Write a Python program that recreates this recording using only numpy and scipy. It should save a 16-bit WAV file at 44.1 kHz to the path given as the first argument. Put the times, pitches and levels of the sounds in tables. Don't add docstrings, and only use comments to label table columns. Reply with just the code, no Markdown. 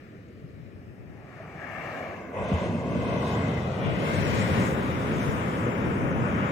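import sys
import numpy as np
from scipy import signal
from scipy.fft import rfft, irfft, next_fast_len
from scipy.io import wavfile
from scipy.ndimage import uniform_filter1d, map_coordinates

SR = 44100
rng = np.random.default_rng(int(sys.argv[2]) if len(sys.argv) > 2 else 0)


def attenuation_scalar(level_db):
    decades = np.asarray(level_db, float) / 20
    return 10 ** decades


def put_to_file(sound):
    columns = np.atleast_2d(sound).T
    safe = np.clip(columns, -1, 1)
    whole_steps = np.round(safe * 32767)
    wavfile.write(sys.argv[1], SR, whole_steps.astype(np.int16))


N = 287091
FRAME = 1024

# start_s, end_s
STAGES = [
    (-1, 1.35),
    (1.35, 2.358),
    (2.358, 3.0),
    (3.0, 3.97),
    (3.97, 4.68),
    (4.5, 8),
]


def unit(x):
    return x / np.sqrt(np.mean(x ** 2) + 1e-20)


def along(points, hz):
    f, v = np.transpose(points)
    return np.interp(np.log(hz + 1), np.log(f + 1), v)


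def curves(rows, t):
    s, *cols = np.transpose(rows)
    return [np.interp(t, s, c) for c in cols]


def wobble(rate_hz):
    knots = rng.standard_normal(int(N * rate_hz / SR) + 4)
    return map_coordinates(knots, [np.arange(N) * rate_hz / SR])


def filtered(x, response):
    m = next_fast_len(N + SR // 2)
    return irfft(rfft(x, m) * response(np.fft.rfftfreq(m, 1 / SR)), m)[..., :N]


def surf():
    noise = noise_cells()
    cells = sum(breaker(stage, noise, patchy_db=0.66) for stage in range(len(STAGES)))
    return signal.istft(cells, SR, nperseg=FRAME, noverlap=3 * FRAME // 4)[1][:, :N]


def noise_cells():
    return signal.stft(rng.standard_normal((2, N)), SR, nperseg=FRAME, noverlap=3 * FRAME // 4)


def breaker(stage, noise, patchy_db):
    hz, t, cells = noise
    window = stage_window(stage, t)
    on = window > 0
    t, window = t[on], window[on]
    shared, own = np.roll(cells, shift=stage * len(STAGES) ** 2, axis=2)[..., on]
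    left_db, right_db, alike, lead = stage_colour(stage, hz)
    both = attenuation_scalar(2 * left_db) + attenuation_scalar(2 * right_db)
    both = (both + 2 * attenuation_scalar(left_db + right_db) * alike * np.cos(lead)) / 4
    level_db, rush, fizz = stage_level(stage, hz, both)

    gain = attenuation_scalar(level_db[:, None] + surges(hz, t, lip_lands=stage == 2))
    gain = gain * water_echo(hz, t) * np.sqrt(window)
    gain = gain * attenuation_scalar(patchy_db * (1 + fizz[:, None]) * splashes(gain.shape))
    sway = phone_sway(t, window, rush)
    turn = np.arccos(alike)[:, None] / 2
    left = np.cos(turn) * shared + np.sin(turn) * own
    right = np.cos(turn) * shared - np.sin(turn) * own
    out = np.zeros_like(cells)
    out[0][:, on] = gain * sway * left * (attenuation_scalar(left_db) * np.exp(-.5j * lead))[:, None]
    out[1][:, on] = gain / sway * right * (attenuation_scalar(right_db) * np.exp(.5j * lead))[:, None]
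    return out


def stage_window(stage, t):
    fades_s = [.1, .65, .08, .3, .22, .16, .1]
    (start_s, end_s), (rise_s, fall_s) = STAGES[stage], fades_s[stage:stage + 2]
    rising = np.clip((t - start_s) / rise_s + .5, 0, 1)
    falling = np.clip((end_s - t) / fall_s + .5, 0, 1)
    return np.sin(np.pi / 2 * rising * falling) ** 2


def stage_colour(stage, hz):
    # hz, left_db_per_hz, right_db_per_hz, likeness_0_1
    far = [(65, 1, 1, 0.96), (201, -2.5, -1.5, 1), (400, -3.5, -3, 0.97), (650, -12, -14, 0.76),
           (930, -21.5, -22, 0.24), (1300, -17.5, -21, 0.3), (1750, -14.5, -21.5, 0.4),
           (2000, -15.5, -25, 0.3), (2300, -16, -26, 0.1), (2500, -18, -25, 0.1), (3300, -30.5, -32, 0.07),
           (4300, -33.5, -33.5, 0.33), (5160, -32, -38, 0.2), (7000, -42, -47, 0.4), (12500, -48, -52, 0.3),
           (15500, -49, -51, 0.3)]
    spill = [(65, -2, -3, 0.96), (200, -1.5, -1, 1), (396, -1.5, -0.5, 0.73), (690, -1, -1, 0.87),
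             (1200, -6, -5.5, 0.62), (1740, 0, -10, 0.73), (2380, -5.5, -17, 0.44),
             (2800, -12.5, -20, 0.37), (3200, -24, -25, 0.2), (4500, -28.5, -30.5, 0.24),
             (6300, -28.5, -42, 0.3), (9000, -38, -49, 0.3), (12500, -44, -42, 0.3), (15500, -47, -45, 0.3)]
    plunge = [(65, -3.5, -6, 0.71), (200, 0.5, 1, 1), (332, -7, -6.5, 0.89), (600, -6, -6, 0.91),
              (990, -14, -14, 0.66), (1500, -19.5, -21, 0.2), (2100, -18, -28.5, 0.15),
              (2680, -20.5, -26, 0.16), (3600, -30.5, -30, 0.27), (4640, -38, -41, 0.25),
              (6000, -36, -43, 0.3), (9000, -46.5, -47, 0.3), (12500, -58, -58, 0.3),
              (15500, -61, -61, 0.3)]
    roll = [(65, -5.5, -4.5, 1), (203, 0, -0.5, 0.99), (318, -6.5, -6, 0.8), (600, -5, -6, .8),
            (930, -13.5, -14.5, 0.5), (1260, -14.5, -19, 0.3), (1600, -18, -24, 0.2),
            (2100, -18.5, -28.5, 0.4), (2670, -21, -27.5, 0.23), (3620, -29.5, -28.5, 0.34),
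            (4560, -35, -38, .2), (6000, -36, -39.5, .3), (9000, -47, -46, 0.4), (12500, -58, -54, .3),
            (15500, -56, -58, .3)]
    burst = [(65, -3.5, -6, 0.91), (110, 2.5, 0, 1), (218, -1.5, -3, 0.98), (330, -7, -4.5, 0.51),
             (550, -4.5, -5, 0.73), (776, -11.5, -14, 0.14), (1270, -8.5, -12.5, 0.63),
             (2100, -9.5, -21, 0.58), (2800, -17.5, -23, 0.47), (4270, -30, -29, 0.32),
             (6300, -32.5, -36, 0.3), (9000, -42, -40.5, 0.33), (12500, -55, -46, 0.3),
             (15500, -54, -54, 0.3)]
    foam = [(65, -5.5, -3.5, 0.9), (213, -0.5, -2, 0.98), (320, -4, -3, 0.7), (540, -3.5, -5, 0.68),
            (746, -11.5, -13, 0.22), (1380, -9, -14, 0.65), (1890, -14.5, -24, 0.18),
            (2200, -16, -25, 0.46), (2600, -18, -26, 0.36), (3050, -23.5, -27, 0.31),
            (3710, -31.5, -31, 0.42), (4180, -40, -40.5, 0.33), (4560, -35, -39, 0.36),
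            (5150, -37, -39.5, 0.22), (6500, -36.5, -38.5, 0.27), (12500, -55, -47.5, 0.32),
            (15500, -55, -54, 0.3)]
    # hz, lead_rad
    leads = [
        [(0, 0), (950, -2), (1250, -3), (1700, -6), (2100, -5), (3500, -6), (4800, -9.4), (6200, -13)],
        [(0, 0.27), (600, -0.5), (1250, -1), (1700, -0.97), (2100, 0.21), (2600, .4), (3100, 1.5), (6200, 1.1)],
        [(0, 0), (650, -0.45), (950, -0.44), (1250, -1.6), (1700, -1.3), (2100, -0.33), (6200, 0.65)],
        [(0, 0), (950, 0), (1250, 3), (2600, 10.5), (3150, 11.7), (4200, 14), (6200, 20)],
        [(0, 0), (700, .5), (1200, 3), (2700, 9.5), (4500, 15), (6200, 22), (6700, 25)],
    ]
    bearings = [0, 1, 2, 3, 4, 4]
    points = (far, spill, plunge, roll, burst, foam)[stage]
    log_points = [(np.log(f + 1), *rest) for f, *rest in points]
    left_db, right_db, alike = curves(log_points, np.log(hz + 1))
    lead, = curves(leads[bearings[stage]], hz)
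    return left_db, right_db, np.clip(alike, 0, 1), lead


def stage_level(stage, hz, both):
    # low_hz, high_hz
    bands = [(50, 330), (330, 1200), (1200, 2800), (4500, 12000)]
    # boom_db, roar_db, rush_db, fizz_db
    beds = [(-50, -53.5, -64, -78.5), (-46.5, -47, -54, -74.5), (-31.5, -34, -48.5, -63),
            (-30.5, -35.5, -47.5, -62.5), (-29.5, -32.5, -41.5, -58.5), (-29.6, -34.5, -41, -63.5)]
    share_db = [10 * np.log10(np.sum(both[(hz >= lo) & (hz < hi)]) / len(hz)) for lo, hi in bands]
    centres_hz = [np.sqrt(lo * hi) for lo, hi in bands]
    blend = np.array([along(list(zip(centres_hz, row)), hz) for row in np.eye(len(bands))])
    return blend.T @ np.subtract(beds[stage], share_db), blend[2], blend[3]


def surges(hz, t, lip_lands):
    # crest_s, rise_s, fall_s, lift_db, pitch_hz
    collapses = [(0, .1, 0.25, 2.5, 2200), (1.42, 0.24, 0.23, 3, 2800), (1.71, 0.25, 0.96, 9.5, 2100),
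                 (1.98, 0.27, .75, 5, 480), (1.95, .4, 0.35, 5.5, 6500), (2.2, .1, 0.13, -1.5, 1500),
                 (4.72, 0.2, 0.086, -0.5, 3000), (2.5, .25, 0.32, 2, 750), (2.6, .2, 0.15, 4.5, 3200),
                 (3.15, .3, 0.34, 3, 920), (3.2, .35, .15, 2, 5000), (3.3, 0.11, 0.13, 6.5, 9000),
                 (3.46, 0.29, 0.29, 4, 2200), (3.48, .2, 0.26, 5, 100), (3.85, 0.085, .15, 3.5, 1800),
                 (4.14, 0.2, 0.19, 6, 6000), (4.375, 0.25, .2, 8.5, 6000), (4.59, 0.21, 0.23, 4, 7000),
                 (5.2, 1, 1.1, 6.5, 13000), (5.27, 0.16, 0.15, 4.5, 16100), (6.55, 0.55, .1, 3, 2500)]
    # crest_s, rise_s,
    # fall_s,
    narrow_patches = [(0.026, .1, .3, 4.5, 1600), (.4, 0.76, .5, -6, 830), (.95, 0.33, 0.36, -4.5, 4000),
                      (1.3, 0.6, 0.22, 1.5, 1700), (1.44, .12, 0.12, 2.5, 1400), (1.5, 0.45, 0.29, 0, 450),
                      (1.31, .15, .15, -5, 870), (3.7, .2, 0.24, 0, 59), (4.8, 0.21, 0.11, 3.5, 405),
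                      (1.62, .05, .15, 6, 1600), (2.01, 0.37, 0.27, 1.5, 1560), (2.38, 0.12, 0.14, -7, 4500),
                      (2.2, .1, 0.2, 7, 6900), (4.1, .3, 0.32, 1, 7400), (4.7, 0.097, 0.24, 5, 8300),
                      (1.69, 0.19, 0.22, -3, 4000), (1.92, 0.19, .3, 3, 560), (2.1, .2, 0.2, 1.5, 2600),
                      (2.3, 0.22, .08, 5, 320), (2.4, 0.055, 0.34, 0, 540), (2.5, 0.17, .2, -5, 300),
                      (2.85, .3, 0.19, -8, 74), (3.1, .08, .08, -3, 82), (2.83, 0.18, 0.23, -3.5, 3500),
                      (2.9, .15, 0.17, -2.5, 780), (3.31, 0.45, 0.24, 4.5, 1050), (3.56, 0.29, 0.26, 4, 2000),
                      (3.74, .3, 0.23, 4, 1250), (3.1, 0.21, 0.21, -2, 860), (3.92, 0.18, 0.36, 5, 2860),
                      (3.65, 0.19, .15, -2, 1700), (1.86, 0.12, .1, 3, 1000),
                      (3.2, 0.47, 0.054, 3, 2450), (4.15, .12, 0.078, 1.5, 230), (5.5, 0.18, 0.22, 5.5, 180),
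                      (4.85, 0.16, 0.62, 4, 4100), (6.9, 0.12, .15, -3, 280), (5.5, .3, .25, -2, 286),
                      (7.7, 0.43, 0.19, -2, 150), (6.6, 0.1, 0.14, 5.5, 156), (5.97, 0.61, .6, -5, 3800),
                      (6.3, 0.24, 0.31, 2, 1400), (6.4, 0.21, 0.088, 5, 160), (3.86, .15, 0.1, 4.5, 2200),
                      (5.9, .35, 0.23, 3, 4100), (5.5, 0.24, .3, 1, 4100), (4.55, 0.14, 0.12, -4, 70),
                      (3, 0.18, 0.13, 4.5, 310), (1.78, 0.091, .15, 2, 2200), (2.4, .1, 0.092, 4.5, 2400),
                      (2.97, 0.088, 0.086, 5, 1300), (3.63, 0.27, .15, 0.5, 7900),
                      (3.65, 0.23, .15, 0.5, 5400), (3.5, 0.28, 0.24, -1, 800), (2.21, .12, .1, -5, 7500),
                      (2.38, .1, .1, -3, 3100), (2.22, .12, .1, 3, 2700), (6.1, .8, .6, -2, 4200),
                      (4.9, .15, .15, 2, 190), (3.7, 0.23, .15, -8.5, 260), (5.95, 0.42, .15, 2.5, 350),
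                      (1.55, .05, .05, 3, 340)]
    # build_up_s, held_back_db, pitch_hz
    late = [
        (0.36, -11.5, 180),
        (0.24, -4, 3700),
    ]
    lip_s, mist_hz = 2.316, 7500
    rows = [(*row, 1.344) for row in collapses]
    rows += [(*row, 0.22) for row in narrow_patches]
    if lip_lands:
        rows += [(lip_s, 1, *row, 0.83) for row in late]
    lift_db = 0
    for s, rise_s, fall_s, db, pitch_hz, octaves in rows:
        away = np.where(t < s, (s - t) / rise_s, (t - s) / fall_s)
        swell = np.cos(np.pi / 2 * np.clip(away, 0, 1)) ** 2
        off_pitch = np.log2(np.clip(hz, 1, mist_hz) / pitch_hz) / octaves
        lift_db = lift_db + db * np.outer(np.exp(-off_pitch ** 2 / 2), swell)
    return lift_db


def water_echo(hz, t):
    # time_s, delay_ms, strength_0_1, phase_rad, lowest_hz
    mirror = [(1.1, 1.8, 0.2, 1.7, 500), (1.55, 1.86, 0.4, 1.9, 500), (1.75, 1.93, 0.59, 1.9, 500),
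              (2.05, 1.85, 0.53, 1.5, 500), (2.25, 1.94, .55, .7, 500), (2.45, 2, 0.47, .35, 500),
              (2.8, 1.9, 0.54, 0, 600), (3.2, 1.98, 0.75, 0.19, 900), (3.5, 1.93, 0.9, 0, 1500),
              (3.85, 2.12, .6, 0.093, 1550), (4.15, 1.84, 0.4, 0, 1600), (4.7, 2.3, .03, 1, 1600)]
    delay_ms, strength, phase, low_hz = curves(mirror, t)
    hz = hz[:, None]
    reach = 1 / (1 + (hz / 2900) ** 9) / (1 + (low_hz / (hz + 1)) ** 6)
    strength = strength * reach
    echo = strength * np.exp(1j * (phase - 2 * np.pi * hz * delay_ms / 1000))
    return np.abs(1 + echo) / np.sqrt(1 + strength ** 2)


def splashes(shape):
    field = uniform_filter1d(rng.standard_normal(shape), size=12, axis=0)
    return unit(uniform_filter1d(field, size=12, axis=1))


def phone_sway(t, window, rush):
    # time_s, left_minus_right_db
    aim = [(0.0, 6), (0.94, 4.5), (1.01, 7), (1.5, 6.0), (1.68, 8.5), (2.36, 2.5), (3.48, 5), (5.8, 8.5),
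           (6.51, 8)]
    pan_db, = curves(aim, t)
    return attenuation_scalar(rush[:, None] * (pan_db - np.average(pan_db, weights=window)) / 2)


def thumps():
    # time_s, peak_db, pitch_hz, t60_s
    landings = [
        (2.516, -13.5, 190, 0.048),
        (2.534, -16.5, 81, 0.13),
        (2.358, -32, 550, .09),
        (0.44, -32, 140, 0.046),
        (.284, -56, 6400, .012),
        (.285, -63, 7100, .01),
        (1.552, -34, 173, 0.031),
        (1.4, -29, 640, 0.037),
    ]
    out, t = np.zeros(N + SR), np.arange(SR // 4) / SR
    for s, db, hz, t60_s in landings:
        envelope = attenuation_scalar(db + 4 - 60 * t / t60_s) * (1 - np.exp(-t / 0.0038))
        out[round(s * SR):][:len(t)] += envelope * np.sin(2 * np.pi * hz * t)
    return out[:N]


def wind():
    # time_s, peak_db, half_length_s
    gusts = [(0.545, -40.5, .14), (.75, -41, .1), (1.08, -43, 0.17), (1.95, -52, .25), (2.58, -38.5, 0.15),
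             (3.03, -34, 0.15), (3.55, -44, .3), (3.875, -28, 0.058), (4.342, -27.5, .24),
             (4.754, -33, 0.11), (5.0, -33, 0.09), (5.258, -28, 0.12), (6.07, -27.5, 0.19),
             (6.394, -33.5, 0.11)]
    # hz, db_per_hz
    buffet = [(60, -0.5), (100, -0.5), (170, -3.5), (300, -11), (600, -24), (2000, -79)]
    lull_db = -53
    t = np.arange(N) / SR
    power = attenuation_scalar(2 * lull_db)
    for s, db, half_s in gusts:
        power = power + attenuation_scalar(2 * db) * np.exp(-1.4 * ((t - s) / half_s) ** 2)
    lumps = attenuation_scalar(0.99 * wobble(14) + 2.4 * np.array([wobble(25), wobble(25)]))
    rumble = filtered(rng.standard_normal((2, N)), lambda hz: attenuation_scalar(along(buffet, hz)))
    return np.sqrt(power) * unit(lumps * rumble) * attenuation_scalar([[1], [-10]])


def scene():
    return surf() + thumps() + wind()


def blocks(shape, size):
    draws = rng.random((shape[0] // size[0] + 1, shape[1] // size[1] + 1))
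    return np.kron(draws, np.ones(size))[:shape[0], :shape[1]]


def thin_treble(x):
    # time_s, thinning_0_1, top_gap_chance_0_1, width_chance_near_12600_hz_0_1
    thinning_rows = [(1.3, 0, 0, 0), (1.6, 0.5, 0, .5), (1.8, 0.35, 0, 0.17), (2.3, 0.7, 0.16, 0),
                     (2.4, 0.97, .38, 0), (3.1, 0.9, .28, 0), (3.4, 0.94, .1, .5), (4.2, 0.98, .04, .75),
                     (5.5, 1, .03, .6), (6.5, 1, .12, 0.49)]
    # hz, chance_0_1
    gaps = [(3800, 0), (4400, .16), (5000, .03), (6200, .08), (7200, .48), (8600, .36), (9800, 0.14),
            (11000, .05), (15500, .07)]
    # hz, chance_0_1
    slits = [(3000, 0), (3500, .04), (4000, .07), (4500, .13), (5000, .04), (5600, .06), (6200, .01)]
    # hz, chance_0_1
    width_kept = [(5800, 0.99), (6800, 0.5), (7600, 0.4), (9000, 0.5), (10000, 0), (15500, .1)]
    lead_in = FRAME - 350
    frames = dict(fs=SR, window="cosine", nperseg=2 * FRAME, noverlap=FRAME)
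    hz, t, (left, right) = signal.stft(np.pad(x, ((0, 0), (lead_in, 0))), **frames)
    thinning, top, wide = curves(thinning_rows, t)
    hz, shape = hz[:, None], left.shape

    whole = along(gaps, hz) * thinning * (hz > 6200)
    kept = blocks(shape, size=(16, 1)) > .45 * whole
    kept = kept * (blocks(shape, size=(32, 1)) > .3 * whole)
    kept = kept * (blocks(shape, size=(32, 2)) > .12 * whole)
    kept = kept * (blocks(shape, size=(5, 3)) > along(slits, hz))
    kept = kept * (blocks(shape, size=(7, 2)) > ((hz > 11300) & (hz < 15200)) * top)
    kept = kept * ((hz < 15200) | (blocks(t[None].shape, size=(1, 2)) > .4 * (t > 2.9)))
    width = along(width_kept, hz) + wide * np.exp(-((hz - 12600) / 700) ** 2)
    flicker_db = 11 * thinning * ((hz > 6000) & (hz < 9800)) * (blocks(shape, size=(40, 1)) - .5)
    mid = (left + right) / 2 * kept * attenuation_scalar(flicker_db)
    side = (left - right) / 2 * (blocks(shape, size=(16, 2)) < width) * np.where(hz > 6500, .78, 1)
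    return signal.istft(np.array([mid + side, mid - side]), **frames)[1][:, lead_in:][:, :N]


def top_cut(x):
    return signal.sosfilt(signal.butter(12, 15840, fs=SR, output="sos"), x)


def record(dry):
    # hz, gain_db
    mic = [(25, -28), (45, -16.5), (65, -4), (100, 2), (200, 1.5), (330, -1), (1200, 0.54), (1600, -1.5),
           (2100, 1.5), (2600, 0), (5500, 0), (7500, 2.5), (10500, 0.9), (14500, 4)]
    heard = filtered(dry, lambda hz: attenuation_scalar(along(mic, hz)))
    return top_cut(thin_treble(heard))


dry = scene()
out = record(dry)
put_to_file(out)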